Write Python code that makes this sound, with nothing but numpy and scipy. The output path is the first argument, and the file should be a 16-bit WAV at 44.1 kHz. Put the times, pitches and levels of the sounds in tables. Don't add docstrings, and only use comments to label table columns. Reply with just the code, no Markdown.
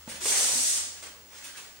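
import sys
import numpy as np
from scipy import signal
from scipy.fft import rfft, irfft, next_fast_len
from scipy.io import wavfile
from scipy.ndimage import map_coordinates

SR = 44100
rng = np.random.default_rng(int(sys.argv[2]) if len(sys.argv) > 2 else 0)


def inscribe(sig):
    pcm = np.round(np.clip(np.atleast_2d(sig).T, -1, 1) * 32767)
    wavfile.write(sys.argv[1], SR, pcm.astype(np.int16))


N = 79380
T = np.arange(N) / SR


def amp(db):
    return 10 ** (np.asarray(db) / 20)


def unit_rms(x):
    return x / np.sqrt(np.mean(x ** 2) + 1e-20)


def curve_at(points, hz):
    freqs, values = np.transpose(points)
    return np.interp(np.log(hz + 1), np.log(freqs + 1), values)


def fader(rows):
    return amp(np.interp(T, *np.transpose(rows), left=-120, right=-120))


def wobble(rate_hz):
    return map_coordinates(rng.standard_normal(4096), [T * rate_hz], mode="wrap")


def equalise(x, gain_at):
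    size = next_fast_len(N + SR // 2)
    return irfft(rfft(x, size) * gain_at(np.fft.rfftfreq(size, 1 / SR)), size)[..., :N]


def friction(spectrum, slips_per_s, smooth):
    slips = rng.standard_normal(N) * (rng.random(N) < slips_per_s / SR)
    force = np.sqrt(1 - smooth) * unit_rms(slips) + np.sqrt(smooth) * rng.standard_normal(N)
    return unit_rms(equalise(force, lambda hz: amp(curve_at(spectrum, hz))))


def envelope(start_s, rise_s, t60_s):
    age = T - start_s
    attack = np.sin(np.pi / 2 * np.clip(age / rise_s, 0, 1))
    return attack * np.exp(-np.log(1000) * np.maximum(age - rise_s, 0) / t60_s)


# freq_hz, correlation
STEREO_LIKENESS = [(100, 0.7), (300, 0.82), (600, 0.61), (1200, 0.42), (2200, -0.021), (15000, -0.033)]


def diffuse(pair):
    def mid_side_gains(hz):
        angle = np.arccos(curve_at(STEREO_LIKENESS, hz)) / 2
        return np.array([np.cos(angle), np.sin(angle)])
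    mid, side = equalise(pair, mid_side_gains)
    return np.array([mid + side, mid - side])


# freq_hz, t60_s
ROOM_DECAY = [(100, 1), (500, 1), (2000, 0.73), (6000, 0.69), (10000, 0.48), (15000, 0.27)]


def room(x, wet_db, early_db, early_s, positions=12):
    hz, t, noise = signal.stft(rng.standard_normal((positions, 2, SR // 3)), SR, nperseg=256)
    late = np.exp(-np.log(1000) * t / curve_at(ROOM_DECAY, hz)[:, None])
    early = amp(early_db) * np.exp(-t / early_s)
    tails = signal.istft(noise * (late + early), SR, nperseg=256)[1]
    tails /= np.sqrt(np.mean(np.sum(tails ** 2, axis=-1)))
    hop = N // positions + 1
    padded, wet = np.pad(x, (0, 2 * hop)), np.zeros((2, N + SR))
    for k, tail in enumerate(tails):
        crossfade = signal.windows.cosine(2 * hop)
        if k == 0:
            crossfade[:hop] = 1
        piece = padded[k * hop:][:2 * hop] * crossfade
        echo = signal.fftconvolve(piece[None], tail, axes=1)
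        wet[:, k * hop:][:, :echo.shape[1]] += echo
    return (x + amp(wet_db) * diffuse(wet[:, :N])) / np.hypot(1, amp(wet_db))


# freq_hz, gain_db
AIR_EQ = [(25, 4), (45, 5), (110, 8), (170, 4.5), (400, 5.5), (800, 2), (2000, -2), (4000, 0.5), (8500, 1),
          (10500, -7), (13000, -7), (15600, -18)]
# time_s, level_db
HUM_FADE = [(0, -60.5), (.75, -63), (1.15, -65.5), (1.5, -72), (1.8, -72)]
# left_db, right_db
WHINE_LEVELS = [-54.5, -65]


def room_tone(air_db=-56, hum_hz=74.5, waver_db=1.2, whine_hz=15695.5):
    air = equalise(rng.standard_normal((2, N)), lambda hz: amp(curve_at(AIR_EQ, hz)))
    hum_gain = fader(HUM_FADE) * amp(waver_db * wobble(13.9))
    hum = hum_gain * np.sin(2 * np.pi * hum_hz * T + 0.35 * wobble(5.1))
    whine = amp(WHINE_LEVELS)[:, None] * np.sin(2 * np.pi * whine_hz * T)
    return amp(air_db) * unit_rms(diffuse(air)) + np.sqrt(2) * (hum + whine)


# freq_hz, gain_db
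CLOTH_EQ = [(150, -20), (500, -4.5), (900, -2.5), (1300, 0.5), (1900, 2.5), (2800, 2), (4500, -0.5),
            (6500, 2), (9000, -1.5), (10500, -7.5), (15500, -21)]
DENIM_EQ = [(500, -40), (1150, -12), (1550, -4), (2100, -2), (2700, -23), (5000, -20), (12000, -48)]
# peak_s, level_db, rise_s, t60_s
CLOTH_SWELLS = [(.01, -51, 0.055, 0.39), (.1, -41.5, 0.047, 0.27), (.17, -46.5, 0.035, 0.13),
                (.775, -39, 0.14, 0.37), (.965, -44.5, 0.036, 0.29), (1.085, -46.5, 0.068, 0.15),
                (1.41, -47.5, 0.16, 0.59), (1.495, -50.5, 0.078, 0.16), (1.589, -44, 0.048, 0.22),
                (1.66, -54, 0.056, 0.37), (1.79, -59, 0.062, 0.26)]
DENIM_SWELLS = [(1.5, -53, 0.017, 0.086), (1.557, -49, .012, .18), (1.603, -54, .01, 0.1)]


def clothes():
    def swells(rows):
        return sum(amp(db) * envelope(peak - rise, rise, t60) for peak, db, rise, t60 in rows)
    flutter = amp(2.2 * wobble(90))
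    rustle = swells(CLOTH_SWELLS) * unit_rms(flutter * friction(CLOTH_EQ, slips_per_s=2000, smooth=0.68))
    rasp = swells(DENIM_SWELLS) * friction(DENIM_EQ, slips_per_s=600, smooth=0.35)
    return (room(rustle, wet_db=15, early_db=9.5, early_s=0.0019, positions=36)
            + room(rasp, wet_db=-1, early_db=12, early_s=0.002))


# freq_hz, gain_db
SCUFF_EQ = [(100, -35), (300, -11), (1000, -23), (2600, -3), (4500, -5), (6500, -4.5), (9000, 1.5),
            (10300, -9), (15500, -18)]
# start_s, level_db, rise_s, t60_s
SCUFF_CUES = [(0.081, -37.5, 0.018, 0.21), (.206, -37.5, 0.017, 0.11), (1.034, -39, 0.0044, 0.023),
              (1.433, -38, 0.015, 0.17), (1.564, -40.5, 0.013, 0.061)]


def scuffs():
    gain = sum(amp(db) * envelope(start, rise, t60) for start, db, rise, t60 in SCUFF_CUES)
    brush = friction(SCUFF_EQ, slips_per_s=7600, smooth=0.67)
    return room(gain * brush, wet_db=6, early_db=-0.5, early_s=0.006)


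# freq_hz, gain_db
TAP_EQ = [(100, -14), (280, 3), (500, 3.5), (1000, 0), (1900, 1.5), (3000, -3.5), (7000, -4), (9000, 0.5),
          (10500, -14), (15500, -24)]
# start_s, level_db, t60_s
TAP_CUES = [(1.025, -39.5, 0.074), (1.035, -39, 0.025), (1.059, -45, 0.093), (1.067, -45.5, 0.047),
            (1.342, -47.5, 0.043)]


def taps(rise_s=0.0021):
    gain = sum(amp(db) * envelope(start, rise_s, t60) for start, db, t60 in TAP_CUES)
    crush = friction(TAP_EQ, slips_per_s=5700, smooth=0.92)
    return room(gain * crush, wet_db=4, early_db=10, early_s=0.0026)


# pitch_ratio, gain_db
THUD_EQ = [(.12, -24), (.45, -19), (1, -2.5), (1.7, -8.5), (3, -3.5), (6, -11), (14, -16.5), (60, -39)]
# start_s, level_db, t60_s, pitch_hz
FOOTFALL_CUES = [(.076, -39, 0.047, 213), (0.117, -47.5, 0.061, 112), (0.216, -47, 0.11, 366),
                 (0.254, -32.5, 0.042, 418), (0.528, -49, 0.15, 159), (0.554, -46.5, 0.25, 245)]


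def footfalls(rise_s=0.0021, puff_over_bounce_db=2):
    bounces = puffs = 0
    for start, db, t60, pitch_hz in FOOTFALL_CUES:
        gain = amp(db) * envelope(start, rise_s, t60)
        bounces += gain * np.sqrt(2) * np.sin(2 * np.pi * pitch_hz * (T - start))
        spectrum = [(ratio * pitch_hz, gain_db) for ratio, gain_db in THUD_EQ]
        puffs += gain * amp(puff_over_bounce_db) * friction(spectrum, slips_per_s=6400, smooth=0.9)
    return bounces + room(puffs, wet_db=3, early_db=4.5, early_s=0.0023)


# freq_hz, gain_db
HISS_EQ = [(200, -34.5), (1100, -30.5), (2000, -15.5), (3000, -10), (4600, -7.5), (6300, -0.5),
           (7400, -1.5), (8300, 2), (9200, -1.5), (10200, -8.5), (12000, -14.5), (15500, -20)]
RUB_EQ = [(100, -22), (205, -23), (252, 3), (305, -10), (500, 1), (850, -0.5), (1150, -2), (1700, 1),
          (3000, -1.5), (6000, -0.5), (12000, -38)]
# time_s, level_db
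HISS_RIDE = [(.205, -41), (.222, -33), (.245, -28), (.275, -22.5), (.33, -25), (.4, -22.5), (.48, -26),
             (.6, -25.5), (.68, -25), (.78, -28.5), (.83, -64), (.9, -60), (.96, -80)]
RUB_RIDE = [(.205, -41), (.222, -43), (.243, -39), (.262, -33.5), (.31, -33), (.41, -34.5), (.5, -39.5),
            (.6, -56), (.7, -47), (.8, -55.5), (.95, -56)]


def foot_drag(surge_db=0.22, grain_db=1.6):
    spurts = amp(surge_db * wobble(43.5) + grain_db * wobble(480))
    hiss = unit_rms(spurts * friction(HISS_EQ, slips_per_s=9000, smooth=0.6)) * fader(HISS_RIDE)
    rub = unit_rms(spurts * friction(RUB_EQ, slips_per_s=2500, smooth=0.65)) * fader(RUB_RIDE)
    return (room(hiss, wet_db=13.5, early_db=1.5, early_s=0.0052, positions=160)
            + room(rub, wet_db=3.5, early_db=10, early_s=0.0011, positions=48))


def scene():
    return foot_drag() + footfalls() + taps() + scuffs() + clothes() + room_tone()


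# freq_hz, left_minus_right_db
PORT_BALANCE = [(200, 0.5), (1000, -.5), (2900, -1.5), (4300, 0.7), (6000, 0.5), (7200, 0.5), (8200, 1.5),
                (9100, -7.5), (10200, 2), (12500, -2), (15000, 2)]


def record(dry, cutoff_hz=15900):
    split = np.array([[0.5], [-0.5]])
    return equalise(dry, lambda hz: amp(curve_at(PORT_BALANCE, hz) * split) * (hz < cutoff_hz))


dry = scene()
out = record(dry)
inscribe(out)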